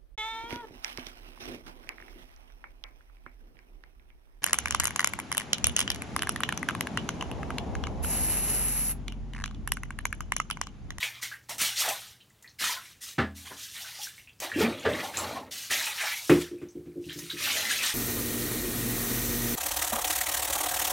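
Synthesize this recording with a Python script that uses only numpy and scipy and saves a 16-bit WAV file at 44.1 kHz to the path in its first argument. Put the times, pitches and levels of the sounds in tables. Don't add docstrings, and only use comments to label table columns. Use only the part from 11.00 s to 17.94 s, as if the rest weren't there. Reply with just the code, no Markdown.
import sys
import numpy as np
from scipy import signal
from scipy.fft import rfft, irfft, next_fast_len
from scipy.io import wavfile
from scipy.ndimage import map_coordinates

SR = 44100
rng = np.random.default_rng(int(sys.argv[2]) if len(sys.argv) > 2 else 0)


def materialize(psi):
    bounded = np.clip(np.atleast_2d(psi).T, -1, 1)
    quanta = np.round(bounded * 32767).astype(np.int16)
    wavfile.write(sys.argv[1], SR, quanta)


N = 306054


def amp(db):
    return 10 ** (np.asarray(db) / 20)


def unit(x):
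    return x / np.sqrt(np.mean(x ** 2) + 1e-20)


def along(points, hz):
    point_hz, value = np.transpose(points)
    return np.interp(np.log(hz + 1), np.log(point_hz + 1), value)


def seconds(count):
    return np.arange(count) / SR


def add(track, s, sound):
    start = max(round(s * SR), 0)
    track[start:start + len(sound)] += sound[:N - start]


def coloured(x, spectrum):
    m = next_fast_len(len(x) + 8192)
    gain = amp(along(spectrum, np.fft.rfftfreq(m, 1 / SR)))
    return unit(irfft(rfft(x, m) * gain, m)[:len(x)])


def hiss(spectrum, count):
    return coloured(rng.standard_normal(count), spectrum)


def wobble(rate):
    knots = rng.standard_normal(int(N * rate / SR) + 4)
    return map_coordinates(knots, [np.arange(N) * rate / SR], order=1)


def swell(s, rise, hold, sag_db, fade_db):
    age = seconds(N) - s
    held = np.clip((age - rise) / hold, 0, 1)
    after = np.maximum(age - rise - hold, 0)
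    return np.clip(age / rise, 0, 1) * amp(-sag_db * held - fade_db * after)


# frequency in Hz, t60 in seconds.
WALL_T60 = [(100, 0.21), (400, 0.22), (1500, 0.21), (5000, 0.16), (15000, 0.28)]


def bathroom(x, wet_db):
    hz, t, z = signal.stft(rng.standard_normal(SR // 2), SR, nperseg=256)
    decay = amp(-60 * t / along(WALL_T60, hz)[:, None])
    tail = signal.istft(z * decay, SR, nperseg=256)[1]
    answer = amp(wet_db) * tail / np.linalg.norm(tail)
    answer[0] += 1
    return signal.fftconvolve(x, answer / np.linalg.norm(answer))


def bubble(t, hz, cycles, rise):
    age = t * hz / cycles
    tone = np.sin(2 * np.pi * hz * t * (1 + rise * age / (age + 2)))
    return tone * np.exp(-age) * (1 - np.exp(-2 * t * hz))


def droplets(rate, low_hz, high_hz, cycles, spread_db, wet_db, size):
    when, pitch, strength = rng.random((int(rate * N / SR), 3)).T[:, :, None]
    hz = low_hz * (high_hz / low_hz) ** pitch
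    gain = amp(-spread_db * np.log(1 - .98 * strength)) * np.sqrt(hz)
    grains = gain * bubble(seconds(size), hz, cycles, rise=0.22)
    places = (when * N).astype(int) + np.arange(size)
    shower = np.bincount(places.ravel(), grains.ravel(), N)[:N]
    shower = shower * amp(1.1 * wobble(70))
    out, step = np.zeros(N), SR // 16
    for start in range(0, N, step):
        add(out, start / SR, bathroom(shower[start:start + step], wet_db))
    return out


# start in seconds, rise in seconds, hold in seconds, dribble in seconds,
# sag over the hold in dB, then spray, splash and gurgle levels in relative dB.
THROWS = [ (0.0, 0.0027, .05, .15, 2, -36.5, -33.5, -45),
          (0.212, 0.023, 0.012, .08, 4.5, -33.5, -39.5, -57),
          (0.485, 0.018, 0.032, 0, 5.5, -37, -43.5, -40.5), (0.582, .035, 0.088, 0, 7.5, -28, -31.5, -43.5),
          (0.748, 0.06, 0.077, .23, 11, -27, -32, -39.5), (0.823, 0.042, 0.033, 0, 1, -35, -33.5, -31.5),
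          (1.585, 0.029, .105, .2, 0.5, -32.5, -35.5, -43.5),
          (2.004, 0.028, 0.058, .07, -2, -42.5, -51.5, -73), (2.345, 0.025, 0.17, 0, 0.5, -49, -59.5, -66),
          (2.444, 0.013, 0.018, 0, 1, -50, -49, -48.5), (2.557, 0.041, 0.21, 0, 6, -42, -50.5, -75),
          (2.731, 0.026, 0.22, 0, 4, -42, -45, -53.5), (2.966, 0.07, 0.029, .17, 5.5, -37.5, -47.5, -66),
          (3.398, 0.043, 0.056, .1, 9.5, -37, -35.5, -31.5),
          (3.546, 0.089, 0.023, .15, 5.5, -35.5, -28.5, -25.5),
          (3.793, 0.054, 0.16, 0, -6.5, -50.5, -43.5, -43.5), (4.017, 0.025, 0.047, 0, 4, -42, -45, -33.5),
          (4.114, 0.068, 0.16, 0, 6.5, -40, -38.5, -33), (4.331, 0.042, 0.019, 0, 4, -50, -42.5, -33.5),
          (4.507, 0.017, 0.13, 0, 1.5, -38, -46, -60), (4.695, 0.023, 0.29, 0, 12, -30.5, -30, -39.5),
          (4.952, 0.07, .11, 0, 2.5, -35, -31.5, -40), (5.14, 0.027, 0.25, 0, 4, -38.5, -49, -57),
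          (5.404, 0.016, 0.012, 0, 8.5, -37.5, -34.5, -60), (5.993, 0.2, .24, 0, -6.5, -49, -54.5, -73),
          (6.083, 0.015, 0.011, 0, 5.5, -64, -40.5, -63), (6.29, 0.012, 0.013, 0, 5.5, -50, -40, -68),
          (6.359, 0.11, 0.2, 0, 3.5, -30.5, -30, -41.5), (6.677, 0.026, 0.09, 0, 2.5, -29.5, -32.5, -43),
          (6.798, 0.035, 0.07, 0, 1, -29.5, -30.5, -42), ]
# spray, splash and gurgle in dB.
LIP_DB = (-11.5, -9.5, -16.5)
RELEASE_DB_PER_S, DRIBBLE_FADE_DB_PER_S = 198, 60
POOL_S = 0.012
UNEVEN_DB, UNEVEN_PER_S = 1.0, 28


def flow():
    power = np.zeros((3, N))
    for s, rise, hold, dribble, sag_db, *levels_db in THROWS:
        gush = np.tile(swell(s, rise, hold, sag_db, RELEASE_DB_PER_S), (3, 1))
        if dribble > 0:
            runoff = swell(s + hold, rise, dribble, DRIBBLE_FADE_DB_PER_S * dribble, RELEASE_DB_PER_S)
            gush = np.maximum(gush, amp(LIP_DB)[:, None] * runoff)
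        gush[2] *= np.clip((seconds(N) - s) / (rise + POOL_S), 0, 1)
        power += (amp(levels_db)[:, None] * gush) ** 2
    lumps_db = UNEVEN_DB * np.array([wobble(UNEVEN_PER_S) for layer in power])
    return np.sqrt(power) * amp(lumps_db)


# frequency in Hz, relative level in dB.
SPRAY_TONE = [(1500, -31), (2800, 1.5), (3800, -3.5), (4800, -5), (5800, -2.5), (8000, -6.5), (9500, -4),
              (10500, -10), (12000, -5), (16000, -10)]
SPLASH_TONE = [(600, -38), (1000, -5.5), (1400, -8), (1900, 1), (3000, -1), (4200, -2.5), (7000, -25)]
GURGLE_TONE = [(100, -12), (300, -3), (500, -13), (650, -1), (850, 2), (1200, -2), (1900, -4), (4000, -61)]


def water():
    spray, splash, gurgle = flow()
    fine = droplets(rate=3500, low_hz=3110, high_hz=13500, cycles=1.04, spread_db=5, wet_db=6.5, size=96)
    small = droplets(rate=1300, low_hz=1096, high_hz=4600, cycles=3.63, spread_db=5.0, wet_db=4.5, size=500)
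    large = droplets(rate=320, low_hz=388.3, high_hz=1309, cycles=6.0, spread_db=3, wet_db=7, size=1800)
    out = spray * coloured(fine, SPRAY_TONE)
    out = out + amp(-0.5) * splash * coloured(small, SPLASH_TONE)
    return out + amp(-4.5) * gurgle * coloured(large, GURGLE_TONE)


# frequency in Hz, relative level in dB.
AIR_TONE = [(20, 5), (50, 4), (110, 2), (250, -6), (600, -14), (2000, -18), (5000, -20.5), (16000, -22.5)]
# time in seconds, peak level in dB.
HUM_DB = [(0.8, -61), (1.2, -71)]
HUM_HZ = 120


def background():
    trickle = droplets(rate=200, low_hz=1440, high_hz=8500, cycles=4.7, spread_db=4.5, wet_db=-3, size=500)
    t = seconds(N)
    hum = amp(np.interp(t, *np.transpose(HUM_DB))) * np.sin(2 * np.pi * HUM_HZ * t)
    return amp(-62.0) * hiss(AIR_TONE, N) + amp(-73.5) * unit(trickle) + hum


# start in seconds, relative level in dB, starting pitch in Hz.
DROPS = [ (0.029, -12.5, 2240), (0.228, -20, 2000), (0.315, -24.5, 1523), (0.338, -35, 2000),
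         (0.492, -32.5, 900), (0.82, -21.5, 1213), (0.849, -24.5, 772), (0.879, -22.5, 626),
         (1.205, -40, 2830), (1.444, -36.5, 1780), (1.477, -34, 3980), (1.64, -21.5, 1230),
         (1.694, -25.5, 946), (1.76, -34, 974), (1.773, -31, 1360), (1.862, -48, 2000), (2.38, -41, 2100),
         (2.461, -29.5, 3000), (2.514, -37.5, 950), (2.846, -32.5, 1410), (2.989, -38, 776),
         (3.07, -33, 1560), (3.18, -34.5, 2040), (3.274, -34.5, 2470), (3.517, -17, 1720),
         (3.797, -30, 6400), (3.936, -25, 3540), (3.989, -21.5, 1850), (4.032, -26, 724),
         (4.139, -26.5, 1550), (4.1715, -10.5, 6870), (5.04, -26.5, 777), (5.17, -27.5, 2070),
         (5.583, -45, 2360), (5.687, -37.5, 5750), (6.041, -36, 2700), (6.096, -24, 2970),
         (6.104, -33, 1650), (6.302, -18, 3580), (6.555, -29.5, 606), (6.709, -19.5, 1565), ]
# start in seconds, relative level in dB.
TILE_SLAPS = [(0.031, -19), (0.2295, -21), (0.4934, -20.5), (0.582, -18), (0.615, -9.5), (0.888, -12.5),
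              (1.425, -36.5), (2.079, -32), (3.4015, -20), (4.1715, -22), (4.511, -31), (4.711, -14),
              (6.129, -28.5), (6.189, -21), (6.3035, -37)]


def drops():
    out, t = np.zeros(N), seconds(SR // 10)
    for s, db, hz in DROPS:
        plop = bubble(t, hz, cycles=5.6, rise=0.14)
        for lag, detune in rng.random((2, 2)):
            late_t = np.maximum(t - .025 * lag, 0)
            plop = plop + amp(-6) * bubble(late_t, hz * (0.907 + .5 * detune), cycles=3.6, rise=0.21)
        add(out, s, amp(db + 1.0) * bathroom(plop, wet_db=4))
    slap_tone = [(500, -10.5), (2000, -13.5), (6000, -2.5), (16000, -11.5)]  # (Hz, dB)
    for s, db in TILE_SLAPS:
        slap = hiss(slap_tone, len(t)) * np.exp(-t / 0.005)
        add(out, s, amp(db - 8.5) * bathroom(slap, wet_db=3.0))
    return out


# start in seconds, relative level in dB,
# starting pitch in Hz.
AIR_POCKETS = [(3.42, -31.5, 547), (3.445, -39, 316), (3.56, -20, 277.4), (3.585, -17.5, 310),
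               (3.607, -15, 401), (3.628, -20.5, 202), (3.645, -34, 418), (3.69, -34, 306),
               (3.86, -20, 402), (3.885, -19.5, 533)]
# start in seconds, rise in seconds, hold in seconds,
# relative level in dB.
SWINGS = [(0.47, 0.1, 0.04, -52.5), (3.516, 0.093, 0.081, -28), (3.838, 0.039, 0.057, -27.5),
          (4.139, 0.069, 0.17, -36), (4.695, 0.01, 0.045, -45), (6.381, .03, 0.41, -42.5)]
# frequency in Hz, relative level in dB.
SLOSH_TONE = [(29, -51.5), (50, -34), (86, 4.5), (146, -10.5), (243, 2), (386, -4.5), (606, -1), (700, -21),
              (910, -64), (1540, -120)]
SLOSH_SAG_DB, SLOSH_FADE_DB_PER_S = 1, 95


def scoop():
    out, t = np.zeros(N), seconds(SR // 4)
    for s, db, hz in AIR_POCKETS:
        glug = bubble(t, hz, cycles=4.6, rise=0.21)
        add(out, s, amp(db + 4.5) * bathroom(glug, wet_db=-0.5))
    swing = sum(amp(db) * swell(s, rise, hold, SLOSH_SAG_DB, SLOSH_FADE_DB_PER_S)
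                for s, rise, hold, db in SWINGS)
    return out + amp(-6.5) * swing * hiss(SLOSH_TONE, N)


def ring(modes, t, detune):
    out = np.zeros(len(t))
    for hz, db, t60 in modes:
        decay = amp(db + rng.normal(0, 1) - 60 * t / t60)
        out += decay * np.sin(2 * np.pi * (hz * rng.normal(1, detune) * t + rng.random()))
    return out


# start in seconds, relative level in dB, low body shading in dB,
# hollow middle shading in dB.
DIPPER_KNOCKS = [(1.604, -33, -12, -11), (2.181, -12, -4.5, 1.5), (2.503, -35.5, -12, 4),
                 (3.849, -16, -20, 8)]
# frequency in Hz, relative level in dB, t60 in seconds.
DIPPER_MODES = [(83, -2.5, 0.72), (131, -15, .25), (202, -2, 0.51), (238, -1.5, 0.42), (280, -10.5, 0.73),
                (413, -6, 0.11), (654, -9, 0.29), (780, -6, 0.24), (1188, -5.5, 0.22), (1395, -15.5, .21),
                (1708, -4, 0.26), (1720, -11, 0.12), (2000, -4.5, 0.14), (2710, -8.5, 0.14)]
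# frequency in Hz, relative level in dB.
CLATTER_TONE = [(50, -44), (80, -5), (130, -3.5), (205, 1.5), (400, -9.5), (650, -15.5), (950, -16.5),
                (1750, -10.5), (2350, -22), (3400, -24.5), (6000, -39.5), (14000, -57)]


def dipper():
    out, t = np.zeros(N), seconds(SR * 3 // 4)
    for s, db, body_db, hollow_db in DIPPER_KNOCKS:
        shading = [(200, body_db), (520, hollow_db), (1000, 0)]  # (Hz, dB)
        modes = [(hz, level + along(shading, hz), t60) for hz, level, t60 in DIPPER_MODES]
        tone = [(hz, level + along(shading, hz)) for hz, level in CLATTER_TONE]
        clatter = amp(-6.5) * hiss(tone, len(t)) * amp(-60 * t / 0.23)
        knock = amp(-13.5) * ring(modes, t, detune=0.0057) + clatter
        add(out, s, amp(db) * knock * (1 - np.exp(-t / 0.0041)))
    return out


# start in seconds, relative level in dB, relative clap level in dB,
# rise time constant in seconds, base boom shading in dB.
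BUCKET_CONTACTS = [(5.295, -6.5, -5, 0.013, -1), (5.511, -28, -22, 0.014, -13),
                   (5.615, -31.5, -10, 0.0087, -7), (5.748, -25.5, -36, 0.021, -10),
                   (5.857, -31.5, -19.5, 0.021, -0.5), (5.954, -23, -46, 0.029, -11),
                   (6.061, -36.5, -33, .01, 4.5), (6.154, -35, -42, 0.011, 2),
                   (6.224, -41, -35, 0.0081, 5.5), (6.327, -35.5, -35, 0.014, 1.5)]
# frequency in Hz, relative level in dB, t60 in seconds.
BUCKET_MODES = [(77.3, -17, 0.32), (128.6, -8, 0.16), (162, -7, 0.25), (197, -15, 0.076), (249, -4, 0.075),
                (294.3, -1, 0.23), (348, -2, 0.29), (437, -6, 0.055), (585, -25, 0.075)]
# frequency in Hz, relative level in dB.
JOLT_TONE = [(50, -23), (100, -5.5), (170, -13), (230, -6.5), (320, -1.5), (460, -6.5), (600, -21.5),
             (1000, -52)]
CONTACT_TONE = [(40, -35), (100, -4.5), (400, 8), (750, -11.5), (1300, -8.5), (2600, -10.5), (4000, -23),
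                (8000, -28), (16000, -33)]


def bucket():
    out, t = np.zeros(N), seconds(SR // 2)
    for s, db, clap_db, rise, boom_db in BUCKET_CONTACTS:
        shading = [(240, boom_db), (340, 0)]  # (Hz, dB)
        modes = [(hz, level + along(shading, hz), t60) for hz, level, t60 in BUCKET_MODES]
        jolt = amp(-8) * hiss(JOLT_TONE, len(t)) * amp(-60 * t / 0.24)
        thud = (amp(-0.5) * ring(modes, t, detune=0.0072) + jolt) * (1 - np.exp(-t / rise))
        clap = amp(clap_db - 4) * hiss(CONTACT_TONE, len(t)) * amp(-60 * t / 0.28)
        clap = clap * (1 - np.exp(-t / 0.0007))
        add(out, s, amp(db) * (thud + clap))
    return out


def scene():
    mono = water() + background() + drops() + scoop() + dipper() + bucket()
    return np.array([mono, mono])


TOP_HZ = 16200


def record(dry):
    x = signal.sosfilt(signal.butter(3, 58, "highpass", fs=SR, output="sos"), dry)
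    x = x / (1 + (x / .62) ** 4) ** (1 / 4)
    m = next_fast_len(N + SR // 4)
    return irfft(rfft(x, m) * (np.fft.rfftfreq(m, 1 / SR) < TOP_HZ), m)[:, :N]


dry = scene()
out = record(dry)
materialize(out)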